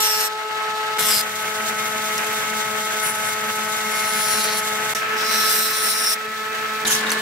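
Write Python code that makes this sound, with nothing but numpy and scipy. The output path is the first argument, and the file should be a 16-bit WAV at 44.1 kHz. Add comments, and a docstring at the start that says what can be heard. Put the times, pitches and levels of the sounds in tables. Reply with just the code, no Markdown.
"""A jointer's knives bite into wooden strips pushed over its cutter head, six passes in a small workshop.
Every knife sweep in the wood is a sharp bite: the train of bites rasps, the strip squeals, splinters snap.
Underneath, the knives pass the table lips like a siren, about 215 times a second, over a roar of churned
air. The machine is heard from four places in turn, and a gain control ducks the mix on heavy cuts."""
import sys
import numpy as np
from scipy import signal
from scipy.fft import rfft, irfft, next_fast_len
from scipy.io import wavfile
from scipy.ndimage import minimum_filter1d

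SR = 44100
rng = np.random.default_rng(int(sys.argv[2]) if len(sys.argv) > 2 else 0)


def generate_wav(signal):
    """Clip the signal to [-1, 1] and save it as 16-bit WAV at the path in sys.argv[1]."""
    frames = np.transpose(np.atleast_2d(signal))
    scaled = np.clip(frames, -1, 1) * 32767
    pcm = np.round(scaled).astype(np.int16)
    wavfile.write(sys.argv[1], SR, pcm)


N = 317961
TIME = np.arange(N) / SR

# the three moments when the listening place changes: (time [s])
MOVES = [.98, 4.943, 6.846]
# the idling machine, a row a place: (knife sweeps [Hz], belt turns [Hz], a pass of the belt joint [s])
IDLE = [(215.7, 4.31, .209), (215.2, 4.305, .19), (216.9, 4.37, .094), (217.1, 4.31, .114)]
# one envelope a pass, from first touch to last: (time [s], rasp level [dB], treble level [dB])
CUTS = [
    [(0.0, -26, -22), (0.06, -25, -25), (0.148, -29, -30), (0.214, -26, -24), (0.218, -26, -28),
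     (0.268, -29, -25), (0.288, -42, -38)],
    [(0.984, -29, -28), (0.99, -27, -25), (1.038, -26, -29), (1.068, -25, -24), (1.138, -22, -23),
     (1.206, -24, -24), (1.218, -30, -29)],
    [(2.98, -35, -35), (2.99, -38, -39), (3.07, -33, -24), (3.1, -37, -27), (3.142, -36, -38),
     (3.24, -37, -35), (3.264, -36, -31), (3.332, -38, -38), (3.34, -42, -36)],
    [(3.8, -42, -39), (3.82, -41, -46), (3.852, -35, -38), (4.244, -31, -29), (4.316, -26, -25),
     (4.454, -28, -30), (4.492, -28, -35), (4.596, -30, -26), (4.612, -40, -41)],
    [(5.08, -38, -38), (5.216, -31, -38), (5.318, -26, -30), (5.602, -26, -23), (5.728, -29, -29),
     (5.904, -26, -25), (5.962, -29, -30), (6.138, -24, -24), (6.154, -44, -37)],
    [(6.86, -29, -36), (6.864, -35, -33), (6.872, -27, -24), (6.888, -29, -30), (6.92, -23, -22),
     (6.95, -26, -25), (7.02, -37, -44)],
]


def planing(sweeps, hz, release_s=0.0056, shudder_db=-39, shudder_hz=55):
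    """Each strip colours its train of bites with its grain, and the table shudders under the load."""
    # a row a pass: (attack [s], tearing [share], bite spread [dB], rasp [dB], bite [dB], sizzle [dB])
    passes = [(.003, 0.27, 0.5, 1, -2.5, -0.5), (.008, 0.32, -1, 0, -0.5, -2), (.05, 0.3, 2, 0, -2.5, -10),
              (.18, .28, 1, 0, -1, -8), (.24, 0.44, 0.7, 1.5, -1.5, -3), (.005, .5, 2.5, 0, -1.5, -6.5)]
    # tone colour of each strip: (frequency [Hz], gain [dB])
    grain_1 = [(1500, -12), (2600, -8.5), (4000, -8), (4800, -7), (5350, 4), (6000, -8), (7500, -7.5),
               (8900, -1), (9900, -12.5), (12100, -15), (12750, 0), (14000, -13), (14700, -22),
               (15700, -20)]
    grain_2 = [(1500, -20), (2400, -20), (3200, -8.5), (4500, -10.5), (5100, -7.5), (6800, -14.5),
               (7700, -3.5), (9000, -6), (10000, -4), (11000, -12), (12700, -7), (13500, -13), (14300, -18),
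               (15700, -20)]
    grain_3 = [(1500, 16), (4000, -24), (5600, -4), (8600, -17), (9900, -3), (10500, -13), (12000, -19),
               (14200, -13), (15700, -25)]
    grain_4 = [(1500, 5), (3000, -1), (3900, 3.5), (4700, -0.5), (5600, 8), (6800, -2), (8400, -9),
               (9300, -4), (9950, 2.5), (10700, -7), (12200, -5), (14200, -6), (15700, -15)]
    grain_5 = [(1500, -28), (2400, -5), (3100, -7), (3900, 1.5), (4650, -2), (5350, 7), (6600, -6),
               (8500, -6.5), (9700, -5), (10700, -9.5), (12200, -10), (13000, -10), (14100, -7),
               (15700, -15)]
    grain_6 = [(1500, -11), (3000, 0), (4000, -9), (4900, -2), (6300, 4.5), (7400, 3.5), (9200, -4),
               (10500, 3.5), (12500, -10), (14000, -11), (15700, -17)]
    # edges of the rasp, bite and sizzle bands: (frequency [Hz])
    edges_hz = [1500, 7000, 11500, 16000]
    grains = [grain_1, grain_2, grain_3, grain_4, grain_5, grain_6]
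    out = np.zeros((2, N))
    shudder = rms_one(band(rng.standard_normal(N), shudder_hz, "low"))
    for curve, grain, (attack_s, tearing, spread_db, *gains_db) in zip(CUTS, grains, passes):
        here = (TIME >= curve[0][0]) & (TIME < curve[-1][0])
        t = TIME[here]
        train = bites(sweeps[here], hz[here], tearing, spread_db)
        cut = strip_echo(shaped(train, *np.transpose(grain)), t)
        below_edge = [shaped(cut, [edge * .92, edge, edge * 1.15], [0, -6, -70]) for edge in edges_hz]
        bands = np.diff(below_edge, axis=0)
        contact = np.clip(np.minimum((t - t[0]) / attack_s, (t[-1] - t) / release_s), 0, 1)
        rasp_db, treble_db = in_time(curve, t)
        for part, level_db, gain_db in zip(bands, [rasp_db, treble_db, treble_db], gains_db):
            out[:, here] += contact * from_db(level_db + gain_db) * rms_one(part)
        out[:, here] += contact * from_db(rasp_db + shudder_db) * shudder[here]
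    return out


def bites(sweeps, hz, tearing, spread_db, jitter_s=2.5e-6, wood_s=0.00031, iron_s=0.0027, iron_gain=0.38,
          tear_s=.002, tear_floor=.4):
    """Each knife clicks; the click spreads fast through wood, slower through iron; fibres tear after it."""
    knife = np.round(sweeps).astype(int)
    timing, strength = rng.standard_normal((knife[-1] - knife[0] + 1, 2))[knife - knife[0]].T
    since_bite = (sweeps - knife) / hz + jitter_s * timing
    clicks = np.sinc(since_bite * SR) * np.exp(-(since_bite * SR / 8) ** 2)
    age = TIME[:SR // 80]
    decay = np.exp(-age / wood_s) + iron_gain * np.exp(-age / iron_s)
    paths = rng.standard_normal((3, len(age))) * decay
    spectrum = rfft(paths[:2] + 0.6 * paths[2])   # each side has its own paths and shares some
    smear = irfft(spectrum / np.abs(spectrum), len(age))   # smears the click without colouring it
    bursts = signal.fftconvolve(clicks[None], smear, axes=1)[:, :len(sweeps)]
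    fibres = rng.standard_normal((2, len(sweeps))) * (tear_floor + np.exp(-(sweeps % 1) / hz / tear_s))
    train = np.sqrt(1 - tearing) * rms_one(bursts) + np.sqrt(tearing) * rms_one(fibres)
    return train * from_db(spread_db * strength)


def strip_echo(cut, t, echo_gain=.35, first_lag_s=0.000273, lag_s_per_s=0.000835, grain_db=0.94):
    """Bites echo off the strip's front end, later as more wood passes; hard and soft grain alternate."""
    at = np.arange(len(t))
    lag = (first_lag_s + lag_s_per_s * (t - t[0])) * SR
    echo = np.array([np.interp(at - lag, at, side) for side in cut])
    return (cut + echo_gain * echo) * from_db(grain_db * drift(22)[:len(t)])


def squeals(sweeps, hz, fade_s=0.0062, waver_db=3.0, waver_rad=.6, waver_hz=11, width=0.17, gain_db=0.5):
    """The bites keep a mode of the strip ringing: harmonics of the sweep rate near it sing out."""
    # ringing modes: (start [s], end [s], swell [s], frequency [Hz], bandwidth [Hz], level [dB])
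    modes = [(0, 0.273, 0.0087, 5520, 240, -35.5), (0, .24, .01, 13100, 500, -34.5),
             (1.108, 1.222, .008, 4940, 80, -25.5), (3.02, 3.127, .04, 10300, 900, -30),
             (3.88, 4.393, .4, 10300, 1100, -34), (3.9, 4.6, 0.5, 5500, 500, -34),
             (4.0, 4.606, 0.55, 4030, 700, -33), (5.1, 5.453, 0.16, 5300, 400, -41),
             (5.235, 5.947, 0.12, 4000, 500, -32.5), (5.25, 5.725, 0.35, 13700, 1100, -28),
             (5.735, 6.149, 0.059, 9540, 600, -27.5), (5.85, 6.148, 0.23, 5370, 200, -28)]
    out = np.zeros((2, N))
    for start, end, swell_s, ring_hz, width_hz, level_db in modes:
        here = (TIME >= start) & (TIME < end)
        t, rate = TIME[here], hz[here].mean()
        harmonics = np.round(ring_hz / rate) + np.arange(-3, 4)[:, None]
        response = 1 / (1 + 1j * (harmonics * rate - ring_hz) / width_hz) ** 2
        wobble = waver_rad * np.array([drift(waver_hz)[here] for _ in harmonics])
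        phase = 2 * np.pi * harmonics * sweeps[here] + wobble
        tone = np.sum(response * np.exp(1j * phase), axis=0)
        envelope = np.clip(np.minimum((t - start) / swell_s, (end - t) / fade_s), 0, 1)
        gain = envelope * from_db(level_db + gain_db + waver_db * drift(20)[here])
        out[:, here] += gain * stereo(rms_one(tone.real), width * rms_one(tone.imag))
    return out


def snaps(ring_width_hz=200, ring_gain=0.8, spray=0.85, crack=0.68, crack_s=0.0012, crack_hz=(1200, 12000)):
    """A splinter breaks with a crack, a spray of dust and a short woody ring; a knock is mostly ring."""
    # splinters and knocks: (time [s], level [dB], ring [Hz], t60 [s], crack gain [dB])
    splinters = [(1.424, -28, 11200, 0.035, -12), (2.18, -29, 5500, 0.035, 6.5),
                 (2.245, -22, 7000, 0.016, -5), (4.44, -20, 9800, 0.06, 1), (4.949, -28.5, 5770, 0.25, 4),
                 (6.853, -17, 3800, .035, -24), (6.874, -27, 5930, 0.015, -4),
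                 (7.066, -23, 3750, 0.079, -20), (7.095, -18, 3780, .025, -9),
                 (7.104, -13.5, 6000, 0.021, -13), (7.117, -26, 4360, 0.11, 7.5)]
    out = np.zeros((2, N))
    for start, level_db, ring_hz, t60, crack_db in splinters:
        at = int(start * SR)
        age = TIME[:min(SR // 5, N - at)]
        noise = rng.standard_normal((2, len(age))) + rng.standard_normal(len(age))
        burst = rms_one(band(noise, crack_hz, "band")) * (spray + crack * np.exp(-age / crack_s))
        ring = ring_gain * rms_one(resonance(noise, ring_hz, ring_width_hz))
        out[:, at:at + len(age)] += (ring + burst * from_db(crack_db)) * from_db(level_db - 60 * age / t60)
    return out


def siren(sweeps, place, low_db, high_db, waver_db=0.61, weak_waver_db=2.5, phase_waver=0.2,
          width=0.11, diffuse=0.12, belt_db=1.5):
    """Knives squeeze air past the table lip; low partials throb with the belt, weak ones in the draught."""
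    # siren partials: (harmonic [number], level at places 1, 2, 3, 4 [dB])
    partials = [(1, -66, -40.5, -48, -33.5), (2, -38.5, -34.5, -37.5, -31), (3, -46.5, -38, -44.5, -42),
                (4, -33, -32.5, -42.5, -38.5), (5, -49, -43, -46.5, -34.5), (6, -30.5, -31, -33, -55),
                (7, -52, -39, -48, -54), (8, -43, -50, -41.5, -31.5), (9, -48, -41.5, -46, -56),
                (10, -46, -37.5, -46, -39), (11, -67, -77, -46.5, -46), (12, -48, -55, -47.5, -44),
                (13, -51, -94, -80, -48), (14, -51, -75, -95, -45)]
    out, belt = np.zeros((2, N)), belt_angle(place)
    for k, *levels_db in partials:
        level_db = np.array(levels_db)[place]
        weakness = np.clip((-30 - level_db) / 10, 0, 1)
        trim_db = (low_db if k < 6 else high_db) - weakness
        throb_db = belt_db * np.cos(k * belt) / (1 + (k / 4) ** 4)
        flutter_db = (waver_db + weakness * weak_waver_db) * drift(13.7)
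        phase = 2 * np.pi * (k * sweeps + rng.random()) + phase_waver * (1 + 2 * weakness) * drift(1.3)
        mid = np.cos(phase)
        side = width * (1 + weakness) * np.sin(phase) * (-1) ** k + diffuse * drift(4.9) * mid
        out += np.sqrt(2) * from_db(level_db + trim_db + throb_db + flutter_db) * stereo(mid, side)
    return out


def churned_air(sweeps, place, level_db, chop=0.064, belt_db=0.6, hiss_lag_rad=2.17,
                slot_hz=11250, slot_width_hz=450, slot_db=-45.5):
    """Turbulence round the head, chopped by the knives; its hiss throbs as the belt goes round."""
    # colour of the air: (frequency [Hz], noise density at places 1, 2, 3, 4 [dB])
    air_colour = [(51.6, -101.0, -99, -109, -100), (120.6, -82.5, -67.5, -77.5, -69.5),
                  (307, -83.5, -74, -78.5, -67.5), (820, -74, -66, -73.5, -64),
                  (944, -76.5, -68.5, -75, -64), (1610, -69, -61, -65.5, -56.5),
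                  (2200, -74, -63.5, -69, -63.5), (3040, -78.5, -69, -75, -67.5),
                  (4150, -78.5, -73, -78, -68), (4550, -79, -72.5, -79, -73),
                  (7700, -85.5, -74, -83, -75.0), (9200, -91, -79.5, -90, -80),
                  (11150, -90.5, -75, -86.5, -79), (14400, -94, -79.5, -87.5, -85.0)]
    # its stereo width: (frequency [Hz], side over mid at places 1, 2, 3, 4 [dB])
    air_width = [(50, -8, -5, -9.0, -4.0), (115, -1, -15, -19, -10), (300, 7.5, -3, -34, -32),
                 (700, -1, -4, -5, -3), (1100, 3, -4, 3.5, 2), (1620, 2, 0, 1.5, -2),
                 (2200, 1.5, -5, -3, 1), (3000, 3.5, 1.5, 2, -1), (3750, 8, 8, 4, 4),
                 (4500, -5, -4.5, -2, 1.0), (7450, -1, 9, -1.5, -1.0), (9000, -3, 1, -2.0, -2.0),
                 (11300, 0, -3, 0, -1.0), (16500, -3.0, 9, -13, -2)]
    colour, width = np.transpose(air_colour), np.transpose(air_width)
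    white = rng.standard_normal((2, N)) * np.sqrt(SR / 2)
    chopped = white * (1 + chop * np.cos(2 * np.pi * sweeps))
    air = np.zeros((2, N))
    for p in range(len(MOVES) + 1):
        here = place == p
        mid, side = shaped(chopped[:, here], colour[0], colour[p + 1])
        air[:, here] = stereo(mid, shaped(side, width[0], width[p + 1]))
    belt = belt_angle(place) - hiss_lag_rad
    throb = np.cos(belt) + np.cos(2 * belt)
    # rumble, roar and hiss each flutter on their own
    rumble = shaped(air, [250, 400], [0, -40])
    hiss = shaped(air, [2400, 3400], [-40, 0])
    roar = (air - rumble - hiss) * from_db(1.76 * drift(21))
    # the slot between the tables adds a thin sizzle, heard at the second place only
    sizzle = rms_one(resonance(rng.standard_normal(N), slot_hz, slot_width_hz)) * (place == 1)
    sizzle *= from_db(slot_db + throb + 3.5 * drift(60))
    rumble *= from_db(1.9 * drift(19))
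    hiss *= from_db(belt_db * throb + 1.58 * drift(26))
    return from_db(level_db) * (rumble + roar + sizzle + hiss)


def knife_ticks(sweeps, hz, level_db):
    """Even in free air every knife edge makes a faint tick; the ticks merge into a buzz."""
    ticks = bites(sweeps, hz, tearing=0.033, spread_db=-2.0)
    buzz = shaped(ticks, [2400, 3000, 4560, 6500, 10000], [-46, -20, -6.5, -14.5, -19])
    return rms_one(buzz) * from_db(level_db)


def bumps(top_hz=80):
    """A short low thud sounds twice as a strip is set down on the table."""
    # low thuds: (time [s], level [dB], t60 [s])
    thuds = [(4.949, -46, 0.13), (6.85, -44, 0.15)]
    rumble = rms_one(band(rng.standard_normal(N), top_hz, "low"))
    return rumble * sum(from_db(level_db - 60 * np.abs(TIME - start) / t60) * (TIME >= start)
                        for start, level_db, t60 in thuds)


def workshop(x, t60=0.03, wall_hz=6000):
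    """Stacked timber scatters a short, dull tail."""
    age = TIME[:SR // 3]
    scatter = band(rng.standard_normal((2, len(age))), wall_hz, "low", order=1)
    tail = scatter * from_db(-60 * age / t60) * (age > .005)
    return signal.fftconvolve(x, tail / np.sqrt(np.sum(tail ** 2) / 2), axes=1)[:, :N]


def belt_angle(place):
    """The drive belt comes round about once in fifty knife sweeps."""
    _, turns_per_s, joint_s = at_place(IDLE, place)
    return 2 * np.pi * turns_per_s * (TIME - joint_s)


def cutting_load(full_load_db=-26):
    """How hard the knives work, 0 in free air to 1 in a heavy cut."""
    rasp = sum(np.interp(TIME, times, from_db(rasp_db), left=0, right=0)
               for times, rasp_db, _ in map(np.transpose, CUTS))
    return np.minimum(rasp / from_db(full_load_db), 1)


def gain_control(x, listen_hz=3000, threshold_db=-26, slope=0.34, attack_s=0.15, hold_s=0.1,
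                 release_db_per_s=24):
    """Loud treble turns the gain down; it holds, then creeps back, so the machine ducks after a cut."""
    power = lagged(np.mean(band(x, listen_hz, "high") ** 2, axis=0), .03)
    wanted_db = slope * np.maximum(10 * np.log10(power + 1e-12) - threshold_db, 0)
    hold = 2 * int(hold_s * SR / 2) + 1
    held_db = -minimum_filter1d(-wanted_db, hold, origin=hold // 2, mode="nearest")
    duck_db = np.maximum.accumulate(held_db + release_db_per_s * TIME) - release_db_per_s * TIME
    return x * from_db(-lagged(duck_db, attack_s))


def from_db(db):
    """Decibels to gain."""
    return 10 ** (np.asarray(db) / 20)


def rms_one(x):
    """Scale so that the mean of the channels has rms 1."""
    return x / np.sqrt(np.mean(np.atleast_2d(x).mean(axis=0) ** 2) + 1e-20)


def in_time(rows, t=TIME):
    """The columns of an envelope table at the times t."""
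    times, *columns = np.transpose(rows)
    return [np.interp(t, times, column) for column in columns]


def at_place(table, place):
    """The columns of a table with one row a place, at every moment."""
    return np.array(table)[place].T


def shaped(x, hz, db):
    """Equalise with a curve drawn on a log-frequency axis."""
    size = next_fast_len(x.shape[-1] + 1024)
    f = np.maximum(np.fft.rfftfreq(size, 1 / SR), 1)
    gain = from_db(np.interp(np.log(f), np.log(hz), db))
    return irfft(rfft(x, size) * gain, size)[..., :x.shape[-1]]


def band(x, hz, kind, order=2):
    """Butterworth filter."""
    return signal.sosfilt(signal.butter(order, np.clip(hz, 10, .45 * SR), kind, fs=SR, output="sos"), x)


def resonance(x, hz, width_hz):
    """One resonance with gain 1 at its peak."""
    r = np.exp(-np.pi * width_hz / SR)
    poles = [1, -2 * r * np.cos(2 * np.pi * hz / SR), r * r]
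    return signal.lfilter(np.array([1, 0, -1]) * (1 - r * r) / 2, poles, x)


def drift(rate_hz):
    """Smooth random modulation with rms 1."""
    r = np.exp(-80 * np.pi * rate_hz / SR)
    slow = signal.lfilter([1], [1, -2 * r, r * r], rng.standard_normal(N // 40 + 2002))[2000:]
    return np.interp(np.arange(N) / 40, np.arange(len(slow)), rms_one(slow))


def lagged(x, lag_s):
    """Follow a control with a first-order lag."""
    r = np.exp(-1 / (lag_s * SR))
    return signal.lfilter([1 - r], [1, -r], x)


def stereo(mid, side):
    """Left and right from mid and side."""
    return np.array([mid + side, mid - side])


def panned(x, left_db):
    """Raise the left channel and lower the right by left_db."""
    return x * from_db(left_db * np.array([[1], [-1]]))


def scene(sag_hz=.35, inertia_s=.12, load_air_db=1.5, wander_db=0.27, room_db=-18):
    """One cutter head drives wood, siren and air; under load it slows a little and roars louder."""
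    # balance at each place: (air [dB], low siren [dB], high siren [dB], knife ticks [dB])
    balance = [(5.5, 2, .5, -44.5), (0, -1.66, 2, -43), (4.5, 1, 4.5, -44), (1.5, -4, 0, -38)]
    # lean to the left at each place: (siren [dB], air [dB], wood [dB])
    pans = [(0.9, .32, .5), (1.46, 0.27, 1.5), (-0.7, 0.5, 0), (1, .4, -0.1)]
    # the machine swells and sinks a little: (time [s], air gain [dB], siren gain [dB])
    swell = [(0, 1, 1.5), (.3, 0.5, -0.5), (.5, -3, -1), (.57, 0, 1.5), (.95, 0, 1), (1.3, 0, -2),
             (2.3, 0.5, -1.5), (3.8, -.5, -1.5), (4.4, 1.5, 1), (4.9, 2, .5), (5.45, 2, 3), (5.75, 2, 1),
             (6.2, -0.5, 0), (6.8, -0.5, -0.5), (7.2, -0.5, 4)]
    place, load = np.searchsorted(MOVES, TIME), cutting_load()
    hz = at_place(IDLE, place)[0] - sag_hz * lagged(load, inertia_s)
    sweeps = np.cumsum(hz) / SR   # running count of knife sweeps
    air_db, low_db, high_db, ticks_db = at_place(balance, place)
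    siren_pan, air_pan, wood_pan = at_place(pans, place)
    air_swell_db, siren_swell_db = in_time(swell)
    tones = siren(sweeps, place, low_db, high_db) * from_db(siren_swell_db + wander_db * drift(2.5))
    roar = churned_air(sweeps, place, air_db + air_swell_db + load_air_db * load)
    roar += knife_ticks(sweeps, hz, ticks_db)
    wood = panned(planing(sweeps, hz) + squeals(sweeps, hz) + snaps() + bumps(), wood_pan)
    mix = panned(tones, siren_pan) + panned(roar, air_pan) + wood + from_db(room_db) * workshop(wood)
    # the level dips for an instant at each change of place
    for move_s, half_gap_s in zip(MOVES, [.0002, .0045, .0005]):
        mix *= np.clip((np.abs(TIME - move_s) - half_gap_s) / 0.0033, .03, 1)
    return mix


def record(dry, low_cut_hz=22, high_cut_hz=15650, ceiling=.9):
    """The gain control rides the cuts, peaks are rounded, and the deep bass and the top are cut."""
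    ducked = band(gain_control(dry), low_cut_hz, "high")
    rounded = ceiling * np.tanh(ducked / ceiling)
    return signal.sosfilt(signal.ellip(12, .1, 90, high_cut_hz, fs=SR, output="sos"), rounded)


dry = scene()
out = record(dry)
generate_wav(out)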